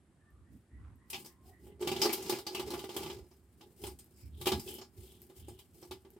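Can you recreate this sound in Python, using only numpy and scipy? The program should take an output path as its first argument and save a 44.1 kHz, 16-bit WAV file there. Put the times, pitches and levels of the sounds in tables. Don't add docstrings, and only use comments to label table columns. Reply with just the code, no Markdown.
import sys
import numpy as np
from scipy import signal
from scipy.fft import rfft, irfft
from scipy.io import wavfile

SR = 44100
rng = np.random.default_rng(int(sys.argv[2]) if len(sys.argv) > 2 else 0)


def bounce(signal):
    frames = np.transpose(np.atleast_2d(signal))
    limited = np.clip(frames, -1, 1)
    pcm = np.round(limited * 32767).astype(np.int16)
    wavfile.write(sys.argv[1], SR, pcm)


N = 272969
TIME = np.arange(N) / SR
RING_TIME = TIME[:16384]


# (frequency [Hz], width [Hz], relative level [dB])
LID_MODES = [(140, 20, 6), (218, 14, 14), (236, 12, 19), (272, 20, 8), (332, 16, 14), (359, 14, 26),
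             (381, 14, 30), (414, 18, 20), (510, 20, 7), (694, 16, 13), (797, 22, 20), (832, 18, 22),
             (1168, 34, 13), (1411, 14, 12), (1669, 14, 17), (2043, 24, 14), (2280, 32, 13), (2520, 40, 7),
             (2880, 70, 4), (3120, 110, 5), (3650, 50, 5), (4040, 30, 7), (4258, 20, 14), (4615, 16, 16),
             (4810, 20, 10), (4960, 24, 11), (5044, 26, 17), (5295, 40, 8), (5540, 60, 4)]
# (frequency [Hz], gain [dB])
SHEET_SPECTRUM = [(60, 3), (130, -4), (185, -9), (350, 3), (460, -3.5), (1000, 3.5), (1700, -8),
                  (2900, 0.5), (5000, -1), (6400, -1.5), (8500, 5.5), (11000, 1.5), (13500, 5.5),
                  (16000, -3)]

def lid_response():
    size = len(RING_TIME)
    cepstrum = irfft(np.log(spectrum_gain(SHEET_SPECTRUM, size)))
    cepstrum[1:size // 2] *= 2
    cepstrum[size // 2 + 1:] = 0
    click = irfft(np.exp(rfft(cepstrum)))
    modes = 0
    for hz, width_hz, db in LID_MODES:
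        decay = np.exp(-np.pi * width_hz * RING_TIME)
        modes += undb(db) * 2 * np.pi * width_hz / SR * decay * np.cos(2 * np.pi * hz * RING_TIME)
    return click + 0.49 * convolve(click, modes)[0]


# (low [Hz], high [Hz])
LID_BANDS = [(90, 600), (600, 2000), (2000, 6500), (6500, 17000)]
# (time [s], ring level [dB], weight [dB], hardness [dB], clink [Hz])
LID_BLOWS = [(1.1, -48.5, -21, 6, 10000), (1.13, -40.5, -11, -10, 2660), (1.143, -41, -9, -17, 2840),
             (1.246, -57.5, -2, 1, 4920), (1.258, -54.5, -7, 2.5, 5580), (1.666, -71, 21, 5, 2950),
             (1.811, -53, 7, 2.5, 8120), (1.822, -48.5, 10, -9, 3040), (1.873, -34.5, -0.5, -5.5, 2960),
             (1.915, -38, 4.5, -8, 2700), (1.962, -40.5, -7, -11, 3185), (2.016, -26, -16, -7, 5140),
             (2.03, -33.5, -3, -13, 4880), (2.054, -36, 8, -5, 4400), (2.092, -39.5, 8.5, -10, 2220),
             (2.129, -36.5, -4, 1.5, 12200), (2.224, -50, 0, 1.5, 7160), (2.295, -34.5, 2.5, -0.5, 4450),
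             (2.323, -42, 9, -14, 2350), (2.385, -48, 2.5, -0.5, 3760), (2.466, -37.5, -6.5, -8, 4580),
             (2.547, -38, -2, -6.5, 2790), (2.595, -41.5, 5.5, -4.5, 3490), (2.703, -44.5, 0, -1.5, 4050),
             (2.737, -46, 11.5, -2, 2945), (2.791, -47, 0, -4.5, 3110), (2.839, -50, 9, -4, 3200),
             (2.891, -47.5, 5, -7.5, 3230), (2.964, -39.5, 2, 0.5, 3183), (3.031, -46.5, 3, -4.5, 3210),
             (3.06, -47.5, 4.5, -9, 2830), (3.098, -45, 1.5, -13, 3140), (3.312, -68, 6.5, -5.5, 5400),
             (3.609, -58, 4, -7.5, 3400), (3.837, -47, 6.5, -0.5, 3060), (3.866, -48, -2, 1.5, 8950),
             (3.988, -59.5, -13, 6, 8530), (4.412, -47, -1, 1, 3450), (4.457, -38, -5, -2.5, 3500),
             (4.468, -30, 3, -4, 2965), (4.518, -34, 4.5, -8.5, 3800), (4.595, -48, -10, 2, 5280),
             (4.675, -47.5, -16, -17, 3190), (4.784, -54.5, 5, -2.5, 5240), (4.813, -51, 0.5, -14, 5180),
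             (5.298, -68, 15, 0, 3210), (5.482, -60, 15, 5, 8600), (5.589, -56, -13, -1.5, 3230),
             (5.826, -57.5, 6.5, -9, 5500), (5.91, -46.5, 5, -5, 3400), (6.048, -68.5, 16, -9, 3050),
             (6.163, -76, 23, -9, 3330)]

def knocks(lid, trims_db=(-3.5, -4, -3.5, -3.5), clink_db=-11, push=36, contact_s=0.0012):
    out = np.zeros((2, N))
    soft_push = push * RING_TIME * np.exp(-4 * RING_TIME / contact_s) * (4 / contact_s) ** 2 / SR
    for s, level_db, weight_db, hardness_db, clink_hz in LID_BLOWS:
        clang_db = 0.5 * weight_db - 2.16
        shares_db = (weight_db, clang_db, 0, hardness_db)
        blow = convolve(yard() + soft_push, lid)
        blow = blow + undb(4) * resonate(blow, clink_hz, width_hz=700)
        for (lo_hz, hi_hz), share_db, trim_db in zip(LID_BANDS, shares_db, trims_db):
            part = band(blow, lo_hz, hi_hz)
            add(out, s, part * undb(level_db + share_db + trim_db) / rms(part[:, :SR // 40]))
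            if lo_hz <= clink_hz < hi_hz:
                lump = clink(clink_hz, t60_s=0.14, scatter=0.17, count=7)
                add(out, s, undb(level_db + share_db + clink_db) * lump)
    return out


def clink(hz, t60_s, scatter, count, rise_s=0.001):
    t = RING_TIME[:SR // 8]
    modes_hz = np.minimum(hz * np.exp(scatter * rng.standard_normal((count, 1))), SR * 0.4)
    phasors = rng.standard_normal((2, count)) + 1j * rng.standard_normal((2, count))
    ring = ((phasors + phasors.mean(axis=0)) @ np.exp(2j * np.pi * modes_hz * t)).imag
    ring = ring * fade(t60_s)[:len(t)] * (1 - np.exp(-t / rise_s))
    return ring / rms(ring[:, :SR // 40])


# (time [s], boom level [dB], scrape level [dB])
POUR_LEVELS = [(1.795, -50, -67), (1.825, -38.5, -52.5), (1.94, -43, -54.5), (2.06, -30, -39.5),
               (2.17, -43.5, -47), (2.39, -42.5, -47.5), (2.445, -55, -71), (2.55, -46, -52),
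               (2.76, -39, -52), (2.875, -58, -58), (2.94, -45.5, -52.5), (3.12, -46, -52),
               (3.28, -59.5, -77)]
# (time [s], length [s], hiss level [dB], weight [dB])
EMBER_SLIPS = [(0.53, 0.044, -77, 0), (1.155, 0.072, -56, -5), (1.468, 0.021, -66, 1.5),
               (1.637, 0.021, -67.5, 9), (1.704, .03, -82.5, 29.5), (3.627, 0.044, -74.5, 17),
               (3.812, 0.066, -56, 4.5), (4.194, 0.043, -69.5, -18), (4.426, 0.15, -58.5, 6),
               (4.673, 0.064, -50, 2.5), (4.985, .14, -62, 2.5), (5.226, 0.035, -66, 4.5),
               (5.361, 0.04, -62.5, -1.5), (5.5, 0.014, -65.5, 9), (5.771, 0.082, -64.5, 3.5),
               (6.093, 0.045, -74.5, 12.5)]

def ember_drives(settle_from_s=3.2, settle_db=-75.5, settle_weight_db=1.5):
    pour_s, *levels_db = np.transpose(POUR_LEVELS)
    boom_db, scrape_db = [np.interp(TIME, pour_s, db, left=-120, right=-120) for db in levels_db]
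    moves = [(undb(db) * swell(s, length_s, attack_s=0.026, release_s=0.044), weight_db)
             for s, length_s, db, weight_db in EMBER_SLIPS]
    moves.append((undb(settle_db) * (TIME > settle_from_s), settle_weight_db))
    fine = power_sum(gain for gain, _ in moves)
    heavy = power_sum(gain * undb(weight_db) for gain, weight_db in moves)
    boom = power_sum([undb(boom_db - 1.5), heavy])
    clang = power_sum([undb((boom_db + scrape_db) / 2 - 5), fine * undb(-11)])
    ring = power_sum([undb(scrape_db - 1.5), fine * undb(-5.5)])
    hiss = power_sum([undb(scrape_db - 6), fine])
    return boom, clang, ring, hiss


def slide(lid, drives, spots=8, spot_hits_per_s=90, spread_db=4.5, trims_db=(-1, -3, -1.5, -1)):
    impacts = 0
    for _ in range(spots):
        sizes = undb(spread_db * np.minimum(rng.exponential(size=N), 4)) * rng.choice([-1, 1], N)
        hits = rng.random(N) < spot_hits_per_s / SR
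        impacts += convolve(sizes * hits, yard(early_t60_s=0.09))
    rattle = convolve(impacts, lid)
    out = 0
    for (lo_hz, hi_hz), drive, trim_db in zip(LID_BANDS, drives, trims_db):
        part = band(rattle, lo_hz, hi_hz)
        out += part / rms(part) * drive * undb(trim_db)
    return out


def crumbs(ring, hiss, gain_db=-10.5, spread_db=5, count=300):
    out = np.zeros((2, N))
    for when, pitch, size in rng.random((count, 3)):
        tick = clink(1800 * 7 ** pitch, t60_s=0.022, scatter=0.25, count=4)
        i = int(when * (N - 1))
        drive = ring[i] ** (1 - pitch) * hiss[i] ** pitch
        add(out, i / SR, drive * undb(gain_db + spread_db * (2 * size - 4)) * tick)
    return out


# (time [s], length [s], resonance [Hz], width [Hz], level [dB])
RUBS_AND_RUSTLES = [(0.761, 0.2, 1110, 700, -69.5), (1.451, 0.077, 4950, 500, -78),
                    (1.417, 0.15, 750, 80, -68.5), (1.637, 0.12, 3020, 600, -74.5),
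                    (2.125, 0.019, 12500, 400, -32), (2.551, 0.059, 2650, 400, -48.5),
                    (4.133, 0.17, 5080, 590, -71), (4.149, 0.18, 2340, 353, -77),
                    (4.139, 0.11, 7600, 1192, -71), (4.307, 0.3, 3350, 700, -65),
                    (4.659, 0.17, 3110, 403, -56), (4.965, 0.27, 3300, 700, -69),
                    (5.324, 0.32, 3200, 604, -70.5)]

def rubs(grain=0.35):
    out = np.zeros((2, N))
    for s, length_s, hz, width_hz, db in RUBS_AND_RUSTLES:
        size = int(length_s * SR)
        grit = np.exp(grain * np.repeat(rng.standard_normal(size), 128)[:size])
        friction = wide_noise(size) * grit
        rub = resonate(resonate(friction, hz, width_hz), hz, 2 * width_hz)
        add(out, s, rub / rms(rub) * undb(db) * np.sin(np.linspace(0, np.pi, size)))
    return out


# (time [s], frequency [Hz], level [dB], t60 [s])
POT_THUDS = [(3.867, 88.4, -44, 0.3), (4.409, 135, -41, 0.11), (4.525, 216, -30, .17),
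             (4.533, 151, -42, 0.18), (5.491, 215, -58, 0.22)]

def thuds(rise_s=0.0052):
    out = np.zeros((2, N))
    attack = 1 - np.exp(-RING_TIME / rise_s)
    for s, hz, db, t60_s in POT_THUDS:
        add(out, s, undb(db) * attack * fade(t60_s) * np.sin(2 * np.pi * hz * RING_TIME))
    return out


# (time [s], level [dB])
COAL_TICKS = [(0.305, -62), (0.958, -59), (4.044, -47), (4.187, -55), (4.7418, -30), (5.2186, -38),
              (5.2675, -54), (6.1046, -46)]

def ticks(hz=12500, t60_s=0.0027, echo_db=-33):
    out = np.zeros((2, N))
    snap = fade(t60_s) * np.cos(2 * np.pi * hz * RING_TIME)
    for s, db in COAL_TICKS:
        add(out, s, undb(db) * (snap + undb(echo_db) * convolve(snap, yard())))
    return out


# (time [s], length [s], rumble level [dB], flap level [dB])
FIRE_FLARES = [(0.34, .06, -57.5, -77), (0.511, .04, -57, -56.5), (0.739, .19, -51, -63.5),
               (1.146, .1, -82, -60), (1.457, 0.044, -55, -69), (1.63, 0.13, -57, -62.5),
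               (1.863, 0.15, -54, -50), (2.19, 0.15, -63, -54), (2.575, 0.23, -57.5, -57),
               (2.99, 0.086, -58, -53), (3.13, 0.081, -50, -64), (3.826, 0.098, -51.5, -59),
               (4.242, 0.22, -48, -62.5), (4.54, .04, -45, -46), (4.665, .1, -64, -61),
               (4.99, 0.025, -51, -68), (5.388, .14, -53.5, -69), (5.916, 0.019, -54, -63)]

def flames(flutter_per_s=12, depth_db=1.5, growth_db_per_s=0.6, rumble_trim_db=-1):
    wander = np.interp(TIME * flutter_per_s, np.arange(256), rng.standard_normal(256))
    flutter = undb(depth_db * wander + growth_db_per_s * (TIME - TIME.mean()))
    burns = [(swell(s, length_s, attack_s=0.02, release_s=0.047), rumble_db, flap_db)
             for s, length_s, rumble_db, flap_db in FIRE_FLARES]
    burns.append((flutter, -67.5, -70))
    rumble_gain = power_sum(gain * undb(db + rumble_trim_db) for gain, db, _ in burns)
    flap_gain = power_sum(gain * undb(db) for gain, _, db in burns)
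    rumble = colour(wide_noise(N), [(20, -45), (40, -17), (55, -14.5), (68, 1), (88, -4), (115, -8),
                                    (200, -43), (600, -80.5)])
    flap = band(wide_noise(N), 110, 288)
    return rumble / rms(rumble) * rumble_gain + flap / rms(flap) * flap_gain


# (time [s], length [s], start pitch [Hz], turning pitch [Hz], relative level [dB])
BIRD_CALLS = [(0.174, 0.13, 1680, 1793, -71.5), (.22, 0.22, 1185, 1168, -72),
              (0.435, 0.096, 1770, 1910, -71.5), (0.69, 0.1, 1800, 1970, -64),
              (0.98, 0.083, 1810, 1980, -66.5), (0.847, 0.71, 1100, 1062, -70.5),
              (1.257, .09, 1860, 1974, -68), (1.492, 0.11, 1850, 1984, -63.5),
              (1.67, 0.057, 1920, 2040, -69)]

def bird(rasp_hz=110, echo_t60_s=0.21, gain_db=-3):
    calls = np.zeros((2, N))
    for s, length_s, start_hz, turn_hz, db in BIRD_CALLS:
        progress = np.linspace(0, 1, int(length_s * SR))
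        hz = start_hz + (turn_hz - start_hz) * np.sin(np.pi * progress * 3 / 5)
        rasp = band(rng.standard_normal(len(progress)), 2.4, rasp_hz, order=2)
        envelope = np.sqrt(np.abs(np.sin(np.pi * progress)))
        voice = (1 + rasp / rms(rasp)) * envelope * np.sin(2 * np.pi * np.cumsum(hz) / SR)
        add(calls, s, undb(db + gain_db) * voice / rms(voice))
    echo = wide_noise(len(RING_TIME)) * fade(echo_t60_s)
    return 0.22 * calls + 0.65 * convolve(calls, echo / np.linalg.norm(echo[0]))


# (frequency [Hz], relative density [dB])
BACKGROUND_SPECTRUM = [(24, -45), (40, -9), (69, -2.5), (144, -7), (276, -12), (345, -4), (433, -15.5),
                       (918, -21.5), (1760, -24.5), (2150, -28), (6170, -38.5), (8340, -30), (11600, -36.5),
                       (13100, -58), (16000, -72.5)]

def background(level_db=-73.5):
    noise = colour(wide_noise(N), BACKGROUND_SPECTRUM)
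    return noise * undb(level_db) / rms(band(noise, 200, 16000))


def yard(direct=2.2, rise_s=0.00094, early_t60_s=0.15, late_t60_s=0.18, late_db=-17):
    echo = wide_noise(len(RING_TIME)) * (fade(early_t60_s) + undb(late_db) * fade(late_t60_s))
    echo *= 1 - np.exp(-RING_TIME / rise_s)
    echo[:, 0] += direct
    return echo


def wide_noise(size):
    mid, side = rng.standard_normal((2, size))
    side = colour(side, [(100, -13), (380, -17), (800, -12), (1300, -4.5), (4000, -3.5), (9000, -0.5)])
    return np.array([mid + side, mid - side])


def undb(db):
    return 10 ** (np.asarray(db) / 20)


def rms(x):
    return np.sqrt(np.mean(x ** 2)) + 1e-12


def power_sum(gains):
    return np.sqrt(sum(g ** 2 for g in gains)) + 1e-9


def fade(t60_s):
    return np.exp(-np.log(1000) * RING_TIME / t60_s)


def swell(s, length_s, attack_s, release_s):
    return np.exp(-np.maximum(s - TIME, 0) / attack_s - np.maximum(TIME - s - length_s, 0) / release_s)


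def band(x, lo_hz, hi_hz, order=3):
    return signal.sosfilt(signal.butter(order, [lo_hz, hi_hz], "band", fs=SR, output="sos"), x)


def resonate(x, hz, width_hz):
    return signal.lfilter(*signal.iirpeak(hz, hz / width_hz, fs=SR), x)


def spectrum_gain(points, size):
    hz, db = np.transpose(points)
    bins_hz = np.fft.rfftfreq(size, 1 / SR)
    return undb(np.interp(np.log(bins_hz + 1), np.log(hz), db))


def colour(x, points):
    size = x.shape[-1]
    return irfft(rfft(x) * spectrum_gain(points, size), size)


def convolve(x, response):
    return signal.fftconvolve(np.atleast_2d(x), np.atleast_2d(response), axes=-1)[:, :x.shape[-1]]


def add(out, s, sound):
    i = max(int(s * SR), 0)
    out[:, i:i + sound.shape[-1]] += sound[..., :N - i]


def scene():
    lid = lid_response()
    boom, clang, ring, hiss = ember_drives()
    embers = knocks(lid) + slide(lid, (boom, clang, ring, hiss)) + crumbs(ring, hiss)
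    return embers + rubs() + thuds() + ticks() + flames() + bird() + background()


def record(dry):
    # (frequency [Hz], left minus right [dB])
    lean = [(100, -2), (400, -2), (800, -3.5), (1400, -0.5), (2400, 0.5), (5000, 1.5), (9000, 0.8),
            (12000, 3.5), (15000, 7.5)]
    left = colour(dry[0], [(hz, db / 2) for hz, db in lean])
    right = colour(dry[1], [(hz, -db / 2) for hz, db in lean])
    low_pass = signal.ellip(8, 0.2, 70, 16000, fs=SR, output="sos")
    return signal.sosfilt(low_pass, np.array([left, right]))


dry = scene()
out = record(dry)
bounce(out)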